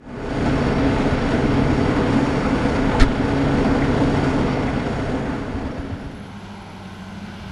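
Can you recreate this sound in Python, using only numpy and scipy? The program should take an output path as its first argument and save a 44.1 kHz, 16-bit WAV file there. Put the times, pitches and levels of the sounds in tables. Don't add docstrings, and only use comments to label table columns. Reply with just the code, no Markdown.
import sys
import numpy as np
from scipy import signal
from scipy.fft import rfft, irfft, next_fast_len
from scipy.io import wavfile
from scipy.ndimage import uniform_filter1d

SR = 44100
rng = np.random.default_rng(int(sys.argv[2]) if len(sys.argv) > 2 else 0)


def gain_from_decibels(decibels):
    exponent = np.asarray(decibels, float) / 20
    return 10 ** exponent


def wav_out(sig):
    wavfile.write(sys.argv[1], SR, np.round(np.clip(np.atleast_2d(sig).T, -1, 1) * 32767).astype(np.int16))


N = 331191
T = np.arange(N) / SR
CROSS_FROM_S, CROSS_TO_S = 4.26, 6.414


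def standing():
    # freq_hz, level_db_per_hz
    fan_roar = [(8.8, -33), (15, -11.5), (99, -4), (134, -5), (172, -7), (274, -1), (332, -10),
                (414, -10.5), (559, -11.5), (677, -12.5), (1140, -18.5), (1500, -20), (2330, -25.5),
                (4610, -38), (10500, -52), (13600, -86), (22000, -120)]
    # freq_hz, width_hz, gain_db
    resonances = [(178, 32, -1), (243, 20, 1.5), (273, 158, 2.5), (345, 36, -2), (410, 74, 3.5), (512, 61, 4),
                  (550, 34, -4.5), (660, 89, 2), (876, 46, 5), (920, 31, -0.5), (1395, 310, 1), (1990, 48, 2),
                  (2126, 39, 4.5),
                  (3320, 150, 2), (4660, 300, 6), (4980, 200, -3), (5480, 350, 6), (5900, 300, -3),
              (6680, 350, 4), (7140, 120, 4), (7600, 500, -2), (9500, 400, 3)]
    order = np.array([2, 4, 5, 7, 11, 32, 43.5, 88, 96, 99, 112, 294, 306, 310])
    order_db = [-13, -17, -19, -19, -21, -19, -24, -28, -24, -31, -31, -44, -46, -46]
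    blade_db = [
        -9.5,
        -11,
        -17,
    ]
    # start_s, odd_harmonic_db, even_harmonic_db
    blade_load = [(0, 1, -4), (.7, 1, -1), (1.0, 4, 0), (1.25, -5, 0), (1.6, 2.5, 0), (1.8, 1, -8),
                  (2.05, -3, 4), (2.3, -1, 3.5), (2.5, 2.5, 1.5), (2.75, -2.5, 6), (3.15, -2, -8),
                  (3.45, 4.5, 3), (3.8, 0.5, 1), (4.15, 0, 1), (4.5, 0, -5), (5.0, -1.5, 0), (5.5, -2.5, 1),
                  (6.4, -4, 2)]
    cycle_hz, blade_hz = 15.21, 138.3
    level_db, fade_in_s, fade_in_power = -20, 0.51, 1.42

    cycle = np.cumsum(cycle_hz * (1 + 0.000397 * walk(2.05))) / SR
    roar = colour(grainy(60, 1.4, 0.012), fan_roar, resonances)
    roar = patchy(roar, [450, 800, 1300, 1900, 2800, 4200, 6000], 8, 0.79)

    treble = band(roar, 1500, 12000)
    beat = 1 + .07 * np.cos(2 * np.pi * 2 * cycle) + .05 * np.cos(2 * np.pi * 16 * cycle)
    strokes = np.cos(2 * np.pi * 8 * cycle) + .5 * np.cos(2 * np.pi * 32 * cycle)
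    pump = 0.27 * strokes * band(roar, 4200, 5800)
    clatter = gain_from_decibels(0.44 + 0.27 * walk(11)) * (beat * treble + pump)

    shaft = np.zeros(N)
    for multiple, db in zip(order, order_db):
        strength = np.sqrt(2) * gain_from_decibels(db + 2.95 * walk(15))
        shaft += strength * np.sin(2 * np.pi * (multiple * cycle + rng.random()))

    load = np.transpose(blade_load)
    blades = np.zeros(N)
    for k, db in enumerate(blade_db):
        load_db = np.interp(T, load[0], load[1 + k % 2])
        blades += tone((k + 1) * blade_hz, db + load_db, wobble_db=2.3, drift=.009, rate=14)

    fade_in = np.minimum(T / fade_in_s + 0.075, 1) ** fade_in_power
    gain = gain_from_decibels(level_db) * fade_in * (1 - crossed()) * ducking()
    return gain * (gain_from_decibels(1.0) * (roar - treble + clatter) + shaft + blades)


def door():
    bounce_db = [-1, -2, 0, -2, -4, -14]
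    # centre_hz, level_db, decay_s, loss_db_per_bounce
    door_parts = [
        (1550, -23.5, 0.0089, 0.),
        (2200, -32, 0.006, 0.),
        (2930, -30.5, 0.0082, .5),
        (3800, -23, .008, 1.5),
        (5300, -31.5, 0.009, 2),
        (8700, -39, 0.0073, .2),
        (6700, -39, .008, 4),
        (800, -29, 0.015, 2.5),
    ]
    # start_s, freq_hz, level_db, t60_s
    panel = [
        (3.0203, 278, -7, .14),
        (3.003, 400, -20, .08),
        (3.021, 620, -22, .04),
        (3.02, 90, -15, .15),
        (3.05, 130, -20, .2),
        (3.045, 62, -17, .3),
    ]
    # start_s, freq_hz, level_db, t60_s
    latch = [(2.998, 1620, -29, .04), (2.998, 2090, -22, 0.03), (2.998, 3580, -25, 0.02),
             (2.998, 4330, -29, .025), (2.999, 5350, -28.5, .04), (3.002, 6900, -29, .02),
             (3.002, 2350, -26, .03), (3.006, 1344, -16.5, 0.037), (3.006, 3600, -28, 0.023),
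             (3.010, 1820, -15, .03), (3.010, 2200, -23, 0.048), (3.010, 2770, -35, .05),
             (3.014, 4170, -21, 0.021), (3.014, 3600, -21, .025), (3.015, 9000, -38, .015),
             (3.018, 2060, -18.5, 0.033), (3.018, 930, -24, 0.031), (3.022, 1260, -19, .05),
             (3.026, 1770, -20.5, 0.024), (3.026, 3620, -29.5, 0.024), (3.026, 8700, -32, .012),
             (3.031, 920, -24, .04), (3.034, 2060, -19, .025), (3.034, 1280, -28, 0.037),
             (3.042, 1700, -29, .03)]
    slam_s, bounce_s = 2.998, .0086
    squeeze_s, squeeze_hz, squeeze_size, squeeze_width_s = 3.0235, 26, .44, .018
    crest_s, crest_size, crest_width_s = 3.0215, .5, .0017
    rebound_s, rebound_share = .06, .36

    bounces = []
    for k, hit_db in enumerate(bounce_db):
        for hz, db, decay_s, lost_db in door_parts:
            bounces.append((slam_s + k * bounce_s, hit_db + db - k * lost_db, hz, decay_s))
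    out = rattles(bounces, 1.22, .08)

    out = out + crest_size * bell(crest_s, crest_width_s)
    for k in range(3):
        s = squeeze_s + k * rebound_s
        swing = bell(s, squeeze_width_s) * np.cos(2 * np.pi * squeeze_hz * (T - s))
        out = out + squeeze_size * rebound_share ** k * swing

    for s, hz, db, t60_s in panel + latch:
        age_s = np.maximum(T - s, 0)
        out = out + gain_from_decibels(db) * np.exp(-np.log(1000) * age_s / t60_s) * np.sin(2 * np.pi * hz * age_s)
    return out


def clanks():
    # start_s, level_db, centre_hz, decay_s
    loose_parts = [(.585, -33, 860, .01), (2.36, -47, 1680, 0.013), (2.445, -26, 1300, 0.021),
                   (2.755, -20, 900, .01), (2.945, -20, 890, .01), (3.647, -22, 880, 0.012),
                   (3.747, -24, 730, 0.0068), (3.82, -29.5, 1980, 0.022), (4.568, -20, 706, 0.007),
                   (4.676, -28, 2060, .015), (4.876, -24, 800, 0.0097), (4.929, -30, 704, .008)]
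    return rattles(loose_parts, 1.1, .03)


def working():
    # freq_hz, level_db_per_hz
    far_roar = [(8.8, -61), (20, -11), (65, -13), (130, -13), (200, -8), (260, -15), (500, -16), (900, -20),
                (1600, -21.5), (3150, -27), (7000, -40.5), (11300, -53), (13000, -59), (16000, -72)]
    # freq_hz, width_hz, gain_db
    ground = [(170, 65, 4.5), (508, 85, -8), (860, 220, 5), (1190, 140, -7), (1460, 310, 5),
              (1790, 230, -8.5), (2200, 220, -3), (2530, 170, -3), (3120, 210, 0.5), (4100, 250, -1),
              (4250, 150, 1.5), (6850, 200, -8), (7080, 200, 0), (7360, 250, -2), (8300, 350, -6),
              (8750, 300, 0.5), (9050, 150, -3), (9500, 300, -3), (11000, 1200, 3)]
    # freq_hz, level_db
    far_lines = [(210.5, -11), (350, -22), (409, -27), (829, -25), (858, -26), (1014, -29), (1295, -30),
                 (1528, -27), (1590, -30), (2083, -33), (2239, -31), (2320, -32), (2842, -36), (2998, -34),
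                 (3200, -33), (3435, -37), (4274, -37), (4577, -39), (5130, -43), (5631, -45), (6099, -41),
                 (7052, -49), (8742, -56), (9286, -56)]
    # start_s, rate_hz
    firing = [
        (4, 99),
        (6.4, 98.5),
        (6.9, 95),
        (7.51, 95),
    ]
    # multiple_of_firing_rate, level_db
    firing_orders = [
        (1, -8),
        (5 / 3, -18),
        (2, -8),
    ]
    # start_s, pitch_hz
    gear = [
        (4, 1080),
        (6.6, 1078),
        (7.51, 1035),
    ]
    # start_s, pitch_hz
    turbo_pitch = [
        (4.15, 10700),
        (4.7, 10910),
        (5.5, 10870),
        (5.85, 10760),
        (5.97, 10880),
        (6.35, 10870),
        (6.75, 10685),
        (7.51, 10635),
    ]
    level_db, approach_db_per_s = -35, 1.9
    turbo_db, turbo_swell_db = -36, 1.2

    roar = colour(grainy(60, 1.5, 0.004), far_roar, ground)
    roar = patchy(roar, [700, 1150, 1800, 2600, 3900, 6000, 8000], 5, 1.)
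    roar = patchy(roar, [11500, 12300, 13000, 13700, 14400], 25, 2.5, first=1)

    lines = sum(tone(hz, db, wobble_db=2.5, drift=0.004) for hz, db in far_lines)
    firing_hz = np.interp(T, *np.transpose(firing))
    lines = lines + sum(tone(k * firing_hz, db, wobble_db=.8, drift=.001) for k, db in firing_orders)
    lines = lines + tone(np.interp(T, *np.transpose(gear)), -25, wobble_db=3.)

    flutter = unit(band(rng.standard_normal(N), 10, 130)) + 1.
    turbo_hz = np.interp(T, *np.transpose(turbo_pitch))
    whistle = tone(turbo_hz, 0, wobble_db=-2.5, drift=.002, rate=24)
    turbo = gain_from_decibels(turbo_db + turbo_swell_db * walk(4.6)) * flutter * whistle

    gain = gain_from_decibels(level_db + approach_db_per_s * (T - CROSS_TO_S)) * crossed() * ducking()
    return gain * (gain_from_decibels(-3.5) * roar + lines + turbo)


def wind():
    # start_s, level_db, width_s
    puffs = [
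        (5.56, -27, 0.023),
        (5.65, -27.5, 0.024),
        (5.802, -21, 0.0073),
        (5.932, -26, 0.015),
        (6.088, -35, 0.034),
        (6.18, -41, 0.033),
        (7.46, -35, 0.036),
    ]
    out = np.zeros(N)
    for s, db, width_s in puffs:
        out += gain_from_decibels(db) * bell(s, width_s) * unit(band(rng.standard_normal(N), 49, 109))
    return out


def insect():
    # start_s, length_s, from_hz, to_hz, level_db
    chirps = [
        (7.255, .03, 11800, 13000, -80),
        (7.25, .04, 14000, 15000, -78),
        (7.32, .04, 13000, 14500, -76),
        (7.36, .07, 14700, 15200, -75),
        (7.445, .035, 15150, 15150, -72),
    ]
    out = np.zeros(N)
    for s, length_s, from_hz, to_hz, db in chirps:
        part = np.clip((T - s) / length_s, 0, 1)
        turns = np.cumsum(from_hz + (to_hz - from_hz) * part) / SR
        out = out + gain_from_decibels(db) * np.sin(np.pi * part) * np.sin(2 * np.pi * turns)
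    return out


def crossed():
    return np.clip((T - CROSS_FROM_S) / (CROSS_TO_S - CROSS_FROM_S), 0, 1)


def ducking():
    # start_s, depth_db
    ducks = [
        (3.03, 5.5),
        (5.8, 1.5),
    ]
    attack_s, release_s = 0.053, 0.17
    depth_db = np.zeros(N)
    for s, db in ducks:
        age_s = np.maximum(T - s, 0)
        depth_db += db * (1 - np.exp(-age_s / attack_s)) * np.exp(-age_s / release_s)
    return gain_from_decibels(-depth_db)


def rattles(hits, spread, wide):
    out, age_s = np.zeros(N), T[:SR // 8]
    for s, db, hz, decay_s in hits:
        noise, i = rng.standard_normal(len(age_s)), int(s * SR)
        burst = unit(band(noise, hz / spread, hz * spread)) + wide * unit(band(noise, 700, 9000))
        out[i:i + len(age_s)] += gain_from_decibels(db) * np.exp(-age_s / decay_s) * burst
    return out


def tone(hz, db, wobble_db=2., drift=0.00093, rate=6):
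    turns = np.cumsum(hz * (1 + drift * walk(rate))) / SR + rng.random()
    return np.sqrt(2) * gain_from_decibels(db + wobble_db * walk(rate)) * np.sin(2 * np.pi * turns)


def grainy(rate_hz, spread_db, tail_s):
    knocks = (rng.random(N) < rate_hz / SR) * gain_from_decibels(spread_db * rng.standard_normal(N))
    tails = signal.lfilter([1], [1, -np.exp(-1 / (tail_s * SR))], knocks)
    return rng.standard_normal(N) * (1 + 0.13 * tails)


def patchy(x, edges_hz, rate, spread_db, first=0):
    size = next_fast_len(N, True)
    spectrum = rfft(x, size)
    part = np.digitize(np.arange(size // 2 + 1) * SR / size, edges_hz)
    out = np.zeros(N)
    for k in range(len(edges_hz) + 1):
        swell = gain_from_decibels(spread_db * (k >= first) * walk(rate))
        out += swell * irfft(spectrum * (part == k), size)[:N]
    return out


def colour(x, points, modes):
    size = next_fast_len(N, True)
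    hz = np.maximum(np.arange(size // 2 + 1) * SR / size, 1)
    point_hz, point_db = np.transpose(points)
    db = np.interp(np.log(hz), np.log(point_hz), point_db)
    db = db + sum(d / (1 + (2 * (hz - f) / w) ** 2) for f, w, d in modes)
    return unit(irfft(rfft(x, size) * gain_from_decibels(db), size)[:N])


def walk(rate):
    k = max(int(SR / 64 / rate), 1)
    coarse = np.repeat(rng.standard_normal(N // 64 // k + 2), k)
    coarse = uniform_filter1d(uniform_filter1d(coarse, k), k)
    return unit(np.interp(np.arange(N) / 64, np.arange(len(coarse)), coarse))


def bell(s, width_s):
    return np.exp(-.5 * ((T - s) / width_s) ** 2)


def band(x, lo_hz, hi_hz):
    sos = signal.butter(2, [lo_hz, min(hi_hz, .45 * SR)], "band", fs=SR, output="sos")
    return signal.sosfilt(sos, x)


def unit(x):
    return x / np.sqrt(np.mean(x ** 2))


def scene():
    near_limit = signal.ellip(10, .1, 70, 10250, fs=SR, output="sos")
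    near = signal.sosfiltfilt(near_limit, standing() + door() + clanks())
    return (near + working() + wind() + insect())[None]


def top_cut(x):
    return signal.sosfilt(signal.butter(12, 15270, fs=SR, output="sos"), x)


def record(dry):
    return top_cut(np.clip(dry, -1, 1))


dry = scene()
out = record(dry)
wav_out(out)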